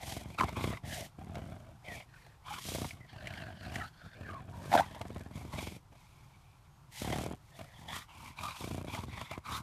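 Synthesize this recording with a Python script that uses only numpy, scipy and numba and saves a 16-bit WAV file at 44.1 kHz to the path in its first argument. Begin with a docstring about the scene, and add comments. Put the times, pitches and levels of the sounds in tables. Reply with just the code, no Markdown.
"""A huff and a slow, fluttering growl come first, over a quiet garden: two bulldogs tussle over a hollow ball.
Growls are trains of throat slaps that excite chest and throat resonances, with air escaping around them.
Huffs and snorts are turbulence filtered by mouth and nose; wheezes are narrow gliding resonances.
Two gruff barks are ragged pulses and gated air in a changing mouth. Short ringing knocks are teeth on the ball
and some single hard slaps of the throat; grass crackles in proportion to the growling effort."""
import sys
import numpy as np
from scipy import signal
from scipy.fft import rfft, irfft
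from scipy.io import wavfile
from scipy.ndimage import uniform_filter1d
from numba import njit

SR = 44100
rng = np.random.default_rng(int(sys.argv[2]) if len(sys.argv) > 2 else 0)


def wav_out(sig):
    """Save sig, one row per channel (or a flat mono array), as 16-bit PCM at SR to the path in sys.argv[1]."""
    wavfile.write(sys.argv[1], SR, np.round(np.clip(np.atleast_2d(sig).T, -1, 1) * 32767).astype(np.int16))


N = 424241
TIME = np.arange(N) / SR  # seconds

# Spectrum of the garden air. Each row: frequency in Hz, relative density in dB.
GARDEN_SPECTRUM = [(15, -34), (25, -6.5), (144, -1), (213, -17.5), (403, -22), (448, -28), (846, -18.5),
                   (1070, -18.5), (1260, -23), (1360, -22.5), (1680, -29.5), (12600, -41.5), (14000, -43)]
GARDEN_DB = -59.5  # mean level, about which the air wanders
GRASS_DB = -22.5  # relative to the growling effort

# Short ringing knocks: teeth on the ball, and some single hard slaps of the throat.
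# Each row: start in seconds, peak level in dB before a common +2.5 dB, main ring in Hz.
SHORT_KNOCKS = [(0.49, -34.5, 890), (0.639, -31.5, 2070), (0.726, -36, 678), (0.771, -41.5, 2150),
                (1.211, -47.5, 640), (1.354, -36.5, 710), (1.379, -41.5, 750), (2.264, -51, 615),
                (2.754, -33.5, 572), (2.844, -33, 970), (2.907, -37, 2220), (3.271, -30.5, 2270),
                (3.336, -39, 2120), (3.756, -30, 1970), (4.341, -47, 620), (4.91, -47, 920),
                (4.947, -40, 910), (5.013, -33, 897), (5.534, -52, 644), (5.588, -34, 2320),
                (5.668, -37.5, 635), (5.926, -53.5, 584), (7.124, -28, 736), (7.591, -41, 637),
                (8.947, -33.5, 1150), (9.178, -38, 995), (9.212, -34.5, 964), (9.312, -34.5, 934)]
# Resonances that every knock shares. Each row: frequency in Hz, width in Hz, gain in dB.
KNOCK_MODES = [(683, 96, -3), (1760, 180, -12.5), (2054, 73, -6), (2750, 66, -12), (4150, 170, -69)]

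# Wheezes of a pinched airway. Each row: start in seconds, end in seconds, frequency at the start in Hz,
# frequency at the end in Hz, level in dB.
AIRWAY_WHEEZES = [(0.94, 1.058, 680, 640, -52), (1.859, 1.966, 2120, 1750, -50), (2.5, 2.54, 830, 830, -45),
                  (2.994, 3.07, 2040, 1940, -61.5), (3.795, 3.829, 2050, 1730, -45),
                  (3.801, 3.867, 1310, 1340, -47), (4.236, 4.318, 1763, 1470, -54),
                  (4.271, 4.413, 1315, 1000, -49), (4.504, 4.63, 972, 895, -58),
                  (4.533, 4.683, 596, 537, -61), (8.413, 8.508, 1126, 1220, -43),
                  (9.49, 9.602, 1180, 1120, -48.5)]

# Huffs through mouth and nose. Each row: start, crest and end in seconds, mouth level and nose level in dB
# before chopping and mixing, first, second and third mouth resonance in Hz, strength of the first in dB.
BREATH_HUFFS = [(.01, 0.103, 0.21, -45.5, -44, 710, 1920, 3320, 4.5),
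                (0.24, 0.296, 0.48, -56.5, -62, 880, 2200, 3250, 1.5),
                (0.444, 0.476, 0.6, -49.5, -58, 1030, 2120, 3400, 5.5),
                (0.56, 0.643, .77, -42.5, -48.5, 1070, 2080, 3450, 2),
                (0.857, 0.959, 1.062, -44.5, -43, 690, 1910, 3050, 2),
                (1.271, 1.376, 1.81, -65, -68, 800, 1342, 3090, 1.5),
                (1.849, 1.95, 2.026, -47, -53.5, 670, 2200, 3160, 1.5),
                (2.092, 2.173, 2.37, -59, -67.5, 440, 1800, 2300, -7),
                (2.464, 2.548, 2.596, -44, -48.5, 1130, 2250, 3200, 5),
                (2.594, 2.695, 2.908, -55.5, -41, 1050, 2040, 3380, 2),
                (2.89, 2.875, 3.08, -63, -68, 1050, 2040, 3040, -4),
                (3.094, 3.37, 3.57, -47, -63, 930, 1670, 2870, -11.5),
                (3.598, 3.64, 3.69, -49, -60, 660, 1550, 2910, -22),
                (3.699, 3.753, 3.88, -43.5, -53, 830, 1560, 2770, -7),
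                (3.943, 4.06, 4.15, -55.5, -69.5, 650, 1500, 3620, -9.5),
                (4.135, 4.275, 4.43, -52, -69, 450, 1620, 2230, -0.5),
                (4.534, 4.705, 4.86, -55, -56, 1100, 1480, 2200, 2),
                (4.823, 4.843, 5.3, -55, -64, 924, 1780, 3400, 1.5),
                (5.33, 5.357, 5.62, -55.5, -58.5, 960, 2100, 3470, 1.5),
                (5.525, 5.626, 5.765, -47, -49, 770, 2220, 3300, -7),
                (5.925, 5.98, 6.67, -65, -68.5, 930, 2267, 3360, -1),
                (6.924, 6.986, 7.26, -52, -45, 810, 2000, 3290, -1),
                (7.046, 7.141, 7.27, -47, -69, 920, 2000, 3330, 0),
                (7.38, 7.508, 7.52, -70, -67, 740, 1921, 3401, 0),
                (7.53, 7.57, 7.74, -55.5, -60, 656, 1920, 3500, -0.5),
                (7.739, 7.796, 7.93, -55.5, -61.5, 900, 1800, 3480, 2),
                (7.887, 7.96, 8.03, -42.5, -46, 1150, 1790, 3400, 2),
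                (8.095, 8.272, 8.33, -51.5, -56, 1030, 2280, 2570, 4),
                (8.375, 8.446, 8.57, -43.5, -48.5, 980, 2360, 3620, 4),
                (8.562, 8.596, 8.8, -47.5, -49.5, 1000, 2300, 3545, 0.5),
                (8.876, 8.942, 9.04, -45, -50, 1030, 2280, 3380, 4),
                (9.082, 9.2, 9.33, -46.5, -57.5, 1043, 2119, 3600, -1.5),
                (9.3, 9.334, 9.385, -52, -61, 1050, 2120, 3700, 8),
                (9.46, 9.57, 9.6, -44, -45, 1104, 2110, 3830, 9.5)]
MOUTH_TOP_HZ = 4280  # centre of the fourth mouth resonance
# Strengths of the second, third and fourth mouth resonances in dB, before blowing and closing shift them.
MOUTH_UPPER_STRENGTHS = (-1, -6.5, -15.5)
CLOSING_TRADE = 0.36  # dB gained by the top resonance for each dB that a closing mouth takes from the first
BRIGHTEN = 0.24  # dB gained by the third mouth resonance for each dB of harder blowing
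# Spectrum of air in the nostrils. Each row: frequency in Hz, relative density in dB.
NOSE_SPECTRUM = [(1470, -2.5), (2500, -2.5), (3340, -4), (4510, -8.5), (5600, -9), (11900, -14),
                 (13400, -19.5), (14000, -12.5)]
BARK_NOSE_DB = -21  # air that a bark drives through the nose, relative to the bark
MOUTH_CHOP, NOSE_CHOP = 14.6, 6.5  # how deeply each slap of the throat chops the air

# Growls. Each row: start, crest and end in seconds, effort in dB, flutter rate at the start and at the end
# in Hz, unevenness of the cycle length from 0 to 1, rasp in dB, chest boom in dB.
THROAT_GROWLS = [(0.033, 0.153, 0.348, -42, 22.5, 21.8, 0.01, -2.5, -2),
                 (.395, 0.442, 0.57, -40, 21.7, 23, .04, 0.5, -.5),
                 (0.578, 0.667, .755, -35, 31.8, 34, 0.05, -5, 1),
                 (0.836, 0.84, 1.06, -44.5, 22, 19.5, .15, -8.5, -1),
                 (1.187, 1.407, 1.58, -44.5, 38, 46, 0.17, 0, 0),
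                 (1.6, 1.598, 1.765, -52.5, 46, 48, 0.25, 0, -3),
                 (1.884, 1.894, 1.99, -47.5, 28.6, 27, 0.22, -3, -2.5),
                 (2.482, 2.554, 2.61, -51, 30, 34, 0.26, -3.5, -2.5),
                 (2.653, 2.834, 2.88, -37.5, 32.5, 27, 0.12, -2.5, -3),
                 (2.931, 2.934, 3.07, -52.5, 23.6, 29, 0.16, -0.5, -3.5),
                 (3.13, 3.427, 3.58, -48, 51.3, 50, 0.22, 1.5, 0),
                 (3.609, 3.759, 3.86, -45.5, 50, 49.6, 0.27, 1, 0),
                 (4.041, 4.062, 4.075, -50.5, 44, 57, 0.1, -7, 3),
                 (4.168, 4.3, 4.49, -47.5, 41, 46, 0.15, 0, -1.5),
                 (4.489, 4.78, 4.83, -43.5, 48, 47.5, 0.14, -5.5, -0.5),
                 (4.861, 5.152, 5.32, -42, 20.5, 20.2, 0.06, -3, -3),
                 (5.355, 5.358, 5.51, -43.5, 34.4, 37, 0.18, -6, 0),
                 (5.536, 5.54, 5.765, -39, 23, 22.3, 0.08, -3, -2.5),
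                 (5.919, 5.93, 5.955, -55, 30, 30, 0.2, 2, -4),
                 (7.019, 7.145, 7.34, -31.5, 33.7, 42, 0.06, -1.5, -5),
                 (7.59, 7.589, 7.65, -48, 41.4, 37, 0.17, 5.5, -2.5),
                 (7.792, 7.968, 8.005, -51, 40.2, 41, 0.16, -4.5, -0.5),
                 (8.151, 8.313, 8.315, -54.5, 41, 40, 0.08, -6.5, 0.5),
                 (8.388, 8.415, 8.51, -52, 42, 39, 0.13, 1.5, 0.5),
                 (8.608, 8.733, 8.87, -36, 27.7, 31.5, .02, -3, -3.5),
                 (8.882, 8.945, 9.24, -41.5, 18, 25, 0.02, -7.5, -1),
                 (9.312, 9.32, 9.39, -41, 15.6, 8.8, 0.07, -8, -6),
                 (9.471, 9.52, 9.62, -47.5, 36, 34, .1, -7.5, 2)]
# Resonances of the chest. Each row: frequency in Hz, width in Hz, level in dB.
CHEST_MODES = [(84, 47.3, 5.5), (126.3, 205, 0)]
# Resonances of the throat. Each row: mean frequency in Hz, width in Hz, gain in dB.
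THROAT_MODES = [(359, 320, -6), (652, 144, 5.5), (1000, 500, -5), (2200, 280, -10.5), (3300, 190, -13)]
FLAP_DB = -8.5  # tissue ring, before harder growls raise it

# The two barks, one list of time points each. Each row: time in seconds, level in dB, pitch in Hz,
# first resonance in Hz, second resonance in Hz, shift of the upper resonances in dB.
BARK_TRACKS = [
    [(.377, -66, 110.1, 1248, 2580, -16), (.386, -28, 83.15, 1125, 2590, -1.5),
     (.404, -34, 83.5, 1120, 2090, 4), (.409, -19.5, 83, 1080, 2210, -28), (.418, -32, 84, 1040, 2150, -20),
     (.436, -29, 84, 1000, 2200, -18), (.455, -62, 82.5, 980, 2100, -14)],
    [(4.705, -64, 93.1, 770, 1740, 2), (4.718, -33, 91.2, 756, 1790, -0.5),
     (4.735, -25, 86.3, 737, 1700, 3), (4.75, -20, 72.05, 716, 1750, -38),
     (4.77, -27.5, 84.3, 630, 1570, 4), (4.787, -26.5, 119.1, 660, 1450, 9.5),
     (4.805, -24, 85.5, 716, 1670, 2), (4.813, -33, 86, 860, 1920, -42), (4.83, -45, 76, 875, 2010, 3)],
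]

# Every push of the lungs swells to a crest, sags and dies away.
ATTACK_S, RELEASE_S, NOSE_RELEASE_S = 0.011, 0.014, 0.018  # time constants of the edges
GROWL_RISE_DB, GROWL_SAG_DB = 7, 6.5
MOUTH_RISE_DB, MOUTH_SAG_DB = 5.5, 9
NOSE_RISE_DB, NOSE_SAG_DB = 12, 11
TOP_HZ = 14100  # upper edge of the pass band


def undb(db):
    """Amplitude gain is an exponential function of level in decibels."""
    return 10 ** (np.asarray(db) / 20)


def unit(x):
    """Normalisation by the root mean square gives a sound unit power."""
    return x / (np.sqrt(np.mean(x ** 2)) + 1e-12)


def curves(rows):
    """Linear interpolation turns each column after the time column into a line through time."""
    s, *columns = np.transpose(rows)
    return [np.interp(TIME, s, column) for column in columns]


def walk(rate):
    """Averaging held random steps yields a smooth wandering of unit rms; rate in steps per second."""
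    k = int(SR / rate)
    steps = np.repeat(rng.standard_normal(N // k + 1), k)
    return unit(uniform_filter1d(steps, k)[:N])


def noise():
    """Turbulence is modelled as white Gaussian noise."""
    return rng.standard_normal(N)


def colour(x, points):
    """Spectral weighting by (Hz, dB) points, interpolated over log frequency, shapes a sound of unit rms."""
    hz, db = np.transpose(points)
    f = np.maximum(np.fft.rfftfreq(N, 1 / SR), 1)
    gain = undb(np.interp(np.log(f), np.log(hz), db))
    return unit(irfft(rfft(x) * gain, N))


def cut(x, hz, kind, order=2):
    """A Butterworth filter, low-pass or high-pass, removes one side of the spectrum."""
    sos = signal.butter(order, min(hz, SR / 2 - 1), kind, fs=SR, output="sos")
    return signal.sosfilt(sos, x + 1e-18)


@njit
def svf(x, hz, width):
    """A state-variable band-pass is a resonator whose centre may move, with gain 1 at the centre."""
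    y, band, low = np.empty(len(x)), 0., 0.
    for i in range(len(x)):
        g, k = np.tan(np.pi * hz[i] / SR), width / hz[i]
        v = (band + g * (x[i] + 1e-18 - low)) / (1 + g * (g + k))
        band, low, y[i] = 2 * v - band, low + 2 * g * v, k * v
    return y


def ring(x, modes):
    """A resonant body responds as the sum of parallel (Hz, width in Hz, dB) modes."""
    return sum(undb(db) * svf(x, hz + np.zeros(len(x)), float(width)) for hz, width, db in modes)


def formant(x, hz, width):
    """Two resonators in cascade give a vocal-tract resonance steep sides and dark valleys."""
    hz = hz + np.zeros(len(x))
    return svf(svf(x, hz, float(width)), hz, 2. * width)


def fade(x, seconds):
    """First-order decay gives every pulse an exponential tail."""
    return signal.lfilter([1], [1, -np.exp(-1 / (seconds * SR))], x + 1e-18)


def swell(start, crest, end, rise_db, sag_db, release_s):
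    """Lung pressure sets the gain of one push: attack, rise to a crest, sag, exponential release."""
    gain = np.zeros(N)
    near = slice(*np.searchsorted(TIME, [start - .1, end + .3]))
    t = TIME[near]
    body_db = np.interp(t, [start, np.clip(crest, start, end), end], [-rise_db, 0, -sag_db])
    attack = np.minimum(t - start, 0) / ATTACK_S
    release = np.minimum(end - t, 0) / release_s
    gain[near] = undb(body_db) * np.exp(attack + release)
    return gain


def flaps(start, end, rate, uneven, scatter_db):
    """Relaxation oscillation: tissue slaps shut at a moving rate, each cycle with its own length and force."""
    pulses, s = np.zeros(N), start
    for stretch, force in rng.standard_normal((128, 2)):
        if s >= min(end, TIME[-1]):
            break
        i = max(int(s * SR), 0)
        # dividing by the root of the rate keeps the power independent of it
        pulses[i] = undb(scatter_db * force) / np.sqrt(rate[i])
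        s += np.exp(uneven * stretch) / rate[i]
    return pulses


def flutter():
    """Flutter of slack throats yields the effort, chest boom, slaps, air per slap and air between slaps."""
    effort, boom, slaps, leaks, murmur = np.zeros((5, N))
    for start, crest, end, db, first, last, uneven, rasp_db, boom_db in THROAT_GROWLS:
        push = undb(db) * swell(start, crest, end, GROWL_RISE_DB, GROWL_SAG_DB, RELEASE_S)
        effort += push
        boom += undb(boom_db) * push
        rate = np.interp(TIME, [start, end], [first, last])
        bout = flaps(start, end, rate, uneven, scatter_db=2.2)
        slaps += bout
        leaks += undb(rasp_db) * bout
        murmur += undb(rasp_db) * uneven * bout  # a ragged flutter never seals
    return effort, boom, slaps, leaks, murmur


def chop(leaks, depth):
    """Flow modulation: the fluttering throat holds the air back and lets out one puff at each slap."""
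    gate = 1 + depth * uniform_filter1d(fade(leaks, .003), 220)
    return gate / np.sqrt(uniform_filter1d(gate ** 2, 3000))


def garden():
    """Distant sources merge into shaped noise, a low rumble and soft leaves, with one thin bird note."""
    air = colour(noise(), GARDEN_SPECTRUM) * undb(GARDEN_DB + walk(7))
    # two narrow resonances in cascade turn noise into a whistle
    whistle = ring(ring(noise(), [(6540, 49, 0)]), [(6530, 54, 0)])
    bird = unit(whistle) * np.exp(-((TIME - 6.75) / 0.051) ** 2)
    return air + undb(-81) * bird


def grass(effort):
    """Random impulses model blades crackling under paws and ball, louder the harder the dogs strain."""
    ticks = (rng.random(N) < 300 / SR) * noise()  # 300 a second on average
    bursts = uniform_filter1d(np.abs(ticks), 110) * noise()
    crackle = ring(bursts, [(2800, 3000, 0), (7500, 6000, -6)])
    return unit(crackle) * effort * undb(GRASS_DB)


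def knocks():
    """Impact excitation: a short noisy contact with a weak tail sets damped resonances ringing briefly."""
    out, t = np.zeros(2 * N), TIME[:4096]
    for s, db, hz in SHORT_KNOCKS:
        onset = t / 0.0018
        strike = onset * np.exp(-onset)
        tail = 0.11 * np.exp(-t / 0.011)
        contact = rng.standard_normal(len(t)) * (strike + tail)
        hit = ring(contact, KNOCK_MODES + [(hz, 170, 4)])
        i = int(s * SR)
        out[i:i + len(t)] += undb(db + 2.5) * hit / np.abs(hit).max()
    return out[:N]


def wheezes():
    """A jet through a pinched airway excites one narrow, gliding resonance."""
    out = np.zeros(N)
    for start, end, first_hz, last_hz, db in AIRWAY_WHEEZES:
        i, j = int(start * SR), min(int(end * SR), N)
        hz = np.geomspace(first_hz, last_hz, j - i)
        tone = formant(rng.standard_normal(SR)[:j - i], hz, 90)
        out[i:j] += undb(db) * unit(tone * signal.windows.tukey(j - i, .5))
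    return out


def snorts():
    """Constriction noise: with every huff and bark, air forced through narrow nostrils hisses and sputters."""
    flow = 0
    for start, crest, end, _, db, *_ in BREATH_HUFFS:
        flow = flow + undb(db) * swell(start, crest, end, NOSE_RISE_DB, NOSE_SAG_DB, NOSE_RELEASE_S)
    for rows in BARK_TRACKS:
        s, db, *_ = np.transpose(rows)
        flow = flow + np.interp(TIME, s, undb(db + BARK_NOSE_DB), left=0, right=0)
    hiss = cut(colour(noise(), NOSE_SPECTRUM), 3300, "high")
    return flow * unit(hiss * undb(1.5 * walk(220)))


def huffs():
    """Source and filter: air fluttering past wet lips rings a mouth whose shape follows the huffs."""
    flow, shapes = 0, []
    for start, crest, end, db, _, *shape in BREATH_HUFFS:
        flow = flow + undb(db) * swell(start, crest, end, MOUTH_RISE_DB, MOUTH_SAG_DB, RELEASE_S)
        shapes += [(start, *shape), (end, *shape)]
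    *centres, first_db = curves(shapes)
    air = noise() * undb(2.3 * walk(130))
    second_db, third_db, top_db = MOUTH_UPPER_STRENGTHS
    third_db = third_db + BRIGHTEN * np.clip(20 * np.log10(flow + 1e-9) + 52, -10, 10)
    top_db = top_db - CLOSING_TRADE * first_db
    centres = (*centres, MOUTH_TOP_HZ)
    widths = (270, 320, 400, 560)  # Hz
    strengths = (first_db, second_db, third_db, top_db)
    voice = 0
    for hz, width, db in zip(centres, widths, strengths):
        hz = hz * (1 + .045 * walk(28))
        voice = voice + undb(db + 2 * walk(30)) * formant(air, hz, width)
    spill = cut(cut(air, 790, "high"), 1500, "low")
    return flow * unit(voice + spill / 8)


def growls(effort, boom, slaps, leaks, murmur):
    """Pulse excitation: slow throat slaps thump the chest, and a rasp of air escapes around each one."""
    thump = sum(undb(db) * unit(formant(-slaps, hz, width)) for hz, width, db in CHEST_MODES)
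    rumble = unit(ring(formant(noise(), 130, 240), [(109, 158, 0)]))
    chest = cut(unit(thump) + undb(-1.0) * rumble, 64, "high", order=3)
    # the flap of tissue rings at a wandering pitch, so it changes from slap to slap
    flap_hz = 270 * 2 ** np.clip(.3 * walk(30), -1, 1)
    flap = unit(formant(slaps, flap_hz, 260))
    # the air swells up to each slap, bursts with it and dies away
    burst = unit(uniform_filter1d(fade(leaks, .002), 200))
    lead = unit(uniform_filter1d(fade(leaks, .004), 900))
    steady = unit(uniform_filter1d(murmur, 2000))
    air = (burst + 1.3 * lead + 1.04 * steady) * noise()
    rasp = 0
    for hz, width, db in THROAT_MODES:
        rasp = rasp + undb(db) * formant(air, hz * (1 + walk(25) / 14), width)
    spit = cut(cut(air, 400, "high"), 4000, "low", order=1)
    breath = unit(rasp + undb(-32) * spit)
    # a harder growl snaps more and booms less
    hard_db = .25 * np.clip(20 * np.log10(effort + 1e-9) + 48, -10, 10)
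    snap = undb(FLAP_DB + hard_db) * flap
    return boom * undb(-2.0 - hard_db) * chest + effort * (snap + undb(-11.0) * breath)


def bark(rows):
    """Source and filter: a gruff snap of ragged pulses and gated air rings a quickly changing mouth."""
    level_db, pitch, f1, f2, upper_db = curves(rows)
    start, end = rows[0][0], rows[-1][0]
    sounding = (TIME > start) & (TIME < end)
    pulses = flaps(start, end, pitch, uneven=0.0434, scatter_db=4.5)
    gate = uniform_filter1d(fade(pulses, .005), 150)
    source = 0.41 * unit(pulses) + unit(gate * noise())
    # each mode: Hz, width in Hz, dB
    modes = [(240, 220, -10), (f1, 170, 0), (1.1 * f1, 130, -4),
             (f2, 280, upper_db - 10), (3450, 600, upper_db - 22.5)]
    voice = sum(undb(db) * formant(source, hz, width) for hz, width, db in modes)
    voice = voice + undb(-29) * cut(cut(source, 250, "high"), 2400, "low")
    # the push of the lungs sets the loudness, however ragged the cycles are
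    power = np.maximum(uniform_filter1d(voice ** 2, 700), 0) + .01 * np.var(voice[sounding])
    return voice / np.sqrt(power) * undb(level_db)


def scene():
    """Superposition in open air: one soft turf reflection follows the direct sound of dogs and knocks."""
    effort, boom, slaps, leaks, murmur = flutter()
    mouth = 0.89 * chop(leaks, MOUTH_CHOP) * huffs()
    nose = chop(leaks, NOSE_CHOP) * snorts()
    barks = sum(bark(rows) for rows in BARK_TRACKS)
    near = growls(effort, boom, slaps, leaks, murmur) + mouth + nose + wheezes() + barks + knocks()
    # the reflection is dulled and arrives 1.2 ms late
    turf = np.interp(TIME - .0012, TIME, cut(near, 1400, "low", order=1), left=0)
    return (near + undb(-14) * turf + grass(effort) + garden())[None]


def record(dry):
    """Band limiting: a steep elliptic low-pass removes the top of the spectrum."""
    return signal.sosfilt(signal.ellip(10, .2, 80, TOP_HZ, fs=SR, output="sos"), dry)


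dry = scene()
out = record(dry)
wav_out(out)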